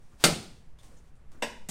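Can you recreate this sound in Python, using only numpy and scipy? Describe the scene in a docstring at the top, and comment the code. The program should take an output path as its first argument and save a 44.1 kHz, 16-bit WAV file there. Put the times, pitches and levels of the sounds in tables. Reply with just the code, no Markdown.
"""Treatment table drop

In a small clinic room, a padded head section slides and drops onto its stop with a loud thud and clack.
Upholstery and headrest paper rustle, squeak and creak faintly under the hands. The mechanism knocks once
more, lighter and hollower, and a bright metal clatter starts. Ventilation rumbles underneath."""
import sys
import numpy as np
from scipy import signal
from scipy.fft import rfft, irfft
from scipy.io import wavfile
from scipy.ndimage import uniform_filter1d

SR = 44100
rng = np.random.default_rng(int(sys.argv[2]) if len(sys.argv) > 2 else 0)


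def output_pcm(signal):
    """Save a mono or channel-first signal as 16-bit PCM at the path in sys.argv[1].

    Samples are clipped to [-1, 1] before scaling.
    """
    pcm = np.clip(np.atleast_2d(signal).T, -1, 1) * 32767
    wavfile.write(sys.argv[1], SR, np.round(pcm).astype(np.int16))


N = 74970


def drop(clack_db=10, thud_db=10):
    """The section hits its stop, rattles and rings; the cushion bounces."""
    hits = [(0.2391, 3), (0.2453, -13), (0.2497, -14), (0.2565, -14.5)]  # contacts with the stop (time [s], level [dB])
    clack_eq = [(50, -13), (100, -5.5), (160, 5.5), (280, 1), (400, 8), (600, 3.5), (780, 3.5), (1000, -3),
                (1380, 6), (1800, -2), (2350, 2), (3200, 1), (4500, 2.5), (5400, -0.5), (7200, -2),
                (9400, 1), (10600, -13.5), (14000, -10.5), (16000, -22)]  # contact spectrum (frequency [Hz], gain [dB])
    bounces = [(0.256, -18), (0.28, -8), (0.313, -15.5), (0.385, -35), (0.44, -44)]  # cushion bounces (time [s], level [dB])
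    thud_eq = [(35, -25.5), (80, 11), (160, 13.5), (220, 15), (300, 8.5), (420, 9), (800, 7.5), (1400, -11),
               (5000, -39.5)]  # bounce spectrum (frequency [Hz], gain [dB])
    modes = [(167, -25.5, .42), (216.2, -30.5, .36), (250.4, -31.5, .3), (341, -31, 0.25), (439.7, -34, .3),
             (590, -25, .22), (769, -32.5, 0.3), (1342, -28, .21), (1582, -30.5, .19), (2088, -30.5, 0.23),
             (2140, -31, 0.25), (2430, -27.5, 0.23), (2874, -28.5, 0.15), (3616, -34, 0.24),
             (3680, -26.5, 0.13), (4284, -31, .24), (4610, -24, 0.14), (4880, -34.5, 0.35),
             (5630, -30, 0.16), (6750, -28, .13), (7750, -35, .17), (8180, -25, 0.13), (9460, -32, 0.18),
             (10691, -38, .18)]  # section modes (frequency [Hz], level [dB], t60 [s])
    clack = amp(clack_db) * colour(struck(hits, t60_s=0.033, wet_db=-3.5), clack_eq)
    thud = amp(thud_db) * colour(struck(bounces, t60_s=0.082, wet_db=-2), thud_eq)
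    return clack + thud + ring(modes, start_s=hits[0][0])


def knock(gain_db=10):
    """A lighter, hollow knock of the mechanism rings the frame."""
    hits = [(1.4223, -18), (1.4243, -10.5), (1.4318, -31), (1.462, -28)]  # mechanism contacts (time [s], level [dB])
    eq = [(70, -17.5), (140, -6), (230, 13), (370, 1.5), (500, 8), (690, 9.5), (960, 9.5), (1300, -7),
          (1650, 7), (2100, 5), (2300, 1), (2800, 5.5), (3250, -5.5), (3650, 0), (4200, -10), (5400, -5),
          (7000, -9.5), (8800, -9), (10500, -19.5), (14000, -19), (16000, -36.5)]  # contact spectrum (frequency [Hz], gain [dB])
    modes = [(221.7, -45, 0.42), (478, -41, 0.28), (579, -35.5, 0.2), (888, -47.5, 0.28), (962, -45, 0.46),
             (1668, -40.5, 0.3), (2015, -46, .24), (2141, -40, 0.21), (2410, -46, .21), (2720, -33.5, 0.16),
             (3670, -42, 0.2), (4750, -44.5, 0.23), (5500, -46.5, 0.28), (5660, -53, 0.3),
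             (7970, -38, 0.14), (8630, -50, 0.17)]  # frame modes (frequency [Hz], level [dB], t60 [s])
    impact = amp(gain_db) * colour(struck(hits, t60_s=0.025, wet_db=-1), eq)
    return impact + ring(modes, start_s=hits[0][0])


def clatter(gain_db=13):
    """Metal parts of the mechanism chatter brightly."""
    hits = [(1.6871, -30), (1.6895, -29), (1.693, -29.5), (1.6968, -46)]  # metal contacts (time [s], level [dB])
    eq = [(40, -28), (90, -13), (160, 30.5), (320, 7.5), (650, 7.5), (1200, -2), (2200, 5), (4200, -0.5),
          (5400, 6), (7200, 7.5), (9300, 8), (10500, -7.5), (14700, -1.5), (16000, -23.5)]  # contact spectrum (frequency [Hz], gain [dB])
    return amp(gain_db) * colour(struck(hits, t60_s=0.042, wet_db=0), eq)


def slide():
    """The section scrapes briefly as it gives way before the drop."""
    levels = [(.175, -80), (.2, -56.5), (.22, -52.5), (.237, -46.5), (.245, -72)]  # scrape envelope (time [s], level [dB])
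    eq = [(60, -5), (170, 10.5), (400, 4.5), (700, 7), (1800, 5), (3500, 3.5), (6000, 2.5), (9300, 1),
          (10600, -7.5), (15000, -10)]  # scrape spectrum (frequency [Hz], gain [dB])
    return room(colour(friction(levels), eq), wet_db=-14.5)


def rustle(crinkle_db=-3, tick_db=14):
    """Paper and upholstery crinkle under the hands, with a few larger ticks."""
    levels = [(0, -69.5), (.13, -68), (.2, -72), (.45, -58), (.58, -68.5), (.7, -77), (.775, -89),
              (.79, -60), (.815, -65), (.845, -58), (.89, -63.5), (.97, -66.5), (1.02, -72), (1.08, -69),
              (1.13, -102), (1.17, -86), (1.26, -89), (1.33, -69), (1.68, -71)]  # crinkle envelope (time [s], level [dB])
    hits = [(.428, -39), (.787, -51), (.8323, -45), (.8607, -76), (.9675, -54), (1.154, -60),
            (1.3177, -48.5), (1.602, -77)]  # paper and upholstery ticks (time [s], level [dB])
    eq = [(150, -21), (500, 10), (900, 3.5), (1800, -1), (4000, -1.5), (7000, -0.5), (9300, -1),
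          (10600, -10), (15000, -13.5)]  # rustle spectrum (frequency [Hz], gain [dB])
    crinkles = amp(crinkle_db) * friction(levels)
    ticks = amp(tick_db) * contacts(hits, t60_s=0.029)
    return room(colour(crinkles + ticks, eq), wet_db=-13)


def squeaks(waver_rms=0.079):
    """The upholstery sticks and slips in short wavering tones."""
    slips = [(.785, 0.014, 3490, -59), (.91, 0.022, 500, -55.5), (.968, 0.014, 6570, -62.5),
             (.97, 0.016, 6000, -70.5), (1.155, 0.023, 8540, -75)]  # squeaks (time [s], length [s], pitch [Hz], level [dB])
    out = np.zeros(N)
    for start_s, length_s, hz, db in slips:
        n = round(length_s * SR)
        waver = unit(uniform_filter1d(rng.standard_normal(SR), size=40))[:n]
        pitch_hz = hz * (1 + waver_rms * waver)
        tone = np.sin(2 * np.pi * np.cumsum(pitch_hz) / SR)
        add(out, start_s, amp(db) * np.hanning(n) * tone)
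    return room(out, wet_db=-13)


def padding():
    """The foam gives with a dull, grainy rub as weight shifts."""
    shifts = [(.11, 0.038, -62.5), (0.822, 0.14, -68.5), (1.29, 0.12, -61)]  # foam creaks (time [s], length [s], level [dB])
    eq = [(50, -14.5), (140, -2), (300, 0.5), (480, -14.5), (1000, -10.5), (1600, -15.5), (5000, -39.5)]  # creak spectrum (frequency [Hz], gain [dB])
    out = np.zeros(N)
    for start_s, length_s, db in shifts:
        n = round(length_s * SR)
        rub = unit(colour(rng.standard_normal(SR // 4), eq))[:n]
        add(out, start_s, amp(db) * np.hanning(n) * rub)
    return room(out, wet_db=-1.5)


def ventilation(rms_db=-45.5):
    """Moving air: a steady low rumble with a little hiss."""
    eq = [(8, 14.5), (16, 1), (30, -1), (60, -2.5), (90, -12.5), (130, -8.5), (180, -15.5), (300, -23),
          (600, -27.5), (1100, -31.5), (2000, -35.5), (4000, -45.5), (9000, -49.5), (11000, -52),
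          (16000, -64)]  # air noise spectrum (frequency [Hz], relative level [dB])
    gain = amp(read(eq, np.fft.rfftfreq(N, 1 / SR)))
    spectrum = rfft(rng.standard_normal(N)) * gain
    return amp(rms_db) * unit(irfft(spectrum, N))


def struck(hits, t60_s, wet_db):
    """Each contact gives a dry crack; the room answers its sharp onset."""
    onsets = np.zeros(N)
    for start_s, db in hits:
        add(onsets, start_s, amp([db]))
    return contacts(hits, t60_s) + echoes(onsets, wet_db)


def contacts(hits, t60_s, rise_s=0.00034):
    """One short crack of dense, quickly damped vibration per contact."""
    out, t = np.zeros(N), np.arange(SR // 8) / SR
    envelope = (1 - np.exp(-t / rise_s)) * amp(-60 * t / t60_s)
    for start_s, db in hits:
        add(out, start_s, amp(db) * burst(envelope))
    return out


def ring(modes, start_s, rise_s=0.0004):
    """Damped modes set ringing by one blow, at random phases."""
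    out, t = np.zeros(N), np.arange(SR) / SR
    attack = 1 - np.exp(-t / rise_s)
    for hz, db, t60_s in modes:
        tone = np.sin(2 * np.pi * (hz * t + rng.random()))
        add(out, start_s, amp(db - 60 * t / t60_s) * attack * tone)
    return out


def friction(levels, slips_per_s=10000, spread_db=1):
    """A dense stream of tiny, uneven slips following a level curve."""
    size_db = spread_db * np.minimum(rng.exponential(1, N), 4)
    slips = amp(size_db) * rng.standard_normal(N)
    slipping = rng.random(N) < slips_per_s / SR
    envelope_db = np.interp(np.arange(N) / SR, *np.transpose(levels), left=-120, right=-120)
    return unit(slips * slipping) * amp(envelope_db)


def room(x, wet_db):
    """Direct sound plus its echoes."""
    return x + echoes(x, wet_db)


def echoes(x, wet_db, delay_s=0.0036, rise_s=0.0023, early_t60_s=0.11):
    """Early reflections of unit energy, plus a tail at wet_db whose bands decay at their own rates."""
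    decays = [(100, 0.82), (250, 0.61), (600, .42), (1500, 0.44), (4000, 0.5), (8000, 0.43), (14000, .32)]  # room decay (frequency [Hz], t60 [s])
    t, hz = np.arange(SR) / SR, np.fft.rfftfreq(SR, 1 / SR)
    noise = rfft(rng.standard_normal(SR))
    log_centres = np.log([centre_hz for centre_hz, _ in decays])
    tail = np.zeros(SR)
    for band, (_, t60_s) in zip(np.eye(len(decays)), decays):
        band_gain = np.interp(np.log(hz + 1), log_centres, band)
        tail += irfft(noise * band_gain, SR) * amp(-60 * t / t60_s)
    rise = 1 - np.exp(-np.maximum(t - delay_s, 0) / rise_s)
    early = burst(rise * amp(-60 * t / early_t60_s))
    late = amp(wet_db) * rise * tail / np.linalg.norm(tail)
    return signal.fftconvolve(x, early + late)[:N]


def burst(envelope, passes=5):
    """Unit-energy noise under an envelope, with a nearly flat spectrum."""
    x = rng.standard_normal(len(envelope)) * envelope
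    for _ in range(passes):
        spectrum = rfft(x)
        x = irfft(spectrum / (abs(spectrum) + 1e-12), len(x))  # whiten
        local_rms = np.sqrt(abs(uniform_filter1d(x ** 2, size=64)) + 1e-14)
        x *= envelope / local_rms
    return x / np.linalg.norm(x)


def colour(x, eq, size=8192):
    """Minimum-phase filter with the given gain curve."""
    hz = abs(np.fft.fftfreq(size, 1 / SR))
    log_gain = np.log(amp(read(eq, hz)))
    response = np.exp(np.conj(signal.hilbert(log_gain)))
    taps = np.fft.ifft(response).real[:size // 2]
    return signal.fftconvolve(x, taps)[:len(x)]


def read(points, hz):
    """Interpolates a table on a log-frequency axis."""
    points_hz, values = np.transpose(points)
    return np.interp(np.log(hz + 1), np.log(points_hz + 1), values)


def add(mix, start_s, sound):
    """Mixes a sound in at start_s."""
    part = mix[round(start_s * SR):][:len(sound)]
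    part += sound[:len(part)]


def amp(db):
    """Decibels to gain."""
    return 10 ** (np.asarray(db) / 20)


def unit(x):
    """Scales to unit rms."""
    return x / np.sqrt(np.mean(x ** 2) + 1e-20)


def scene():
    """All sources, summed to mono."""
    mechanism = slide() + drop() + knock() + clatter()
    return (mechanism + rustle() + squeaks() + padding() + ventilation())[None]


def record(dry, cutoff_hz=16000):
    """Low-pass band limit."""
    taps = signal.firwin(255, cutoff_hz, window=("kaiser", 9), fs=SR)
    return signal.oaconvolve(dry, taps[None], "same")


dry = scene()
out = record(dry)
output_pcm(out)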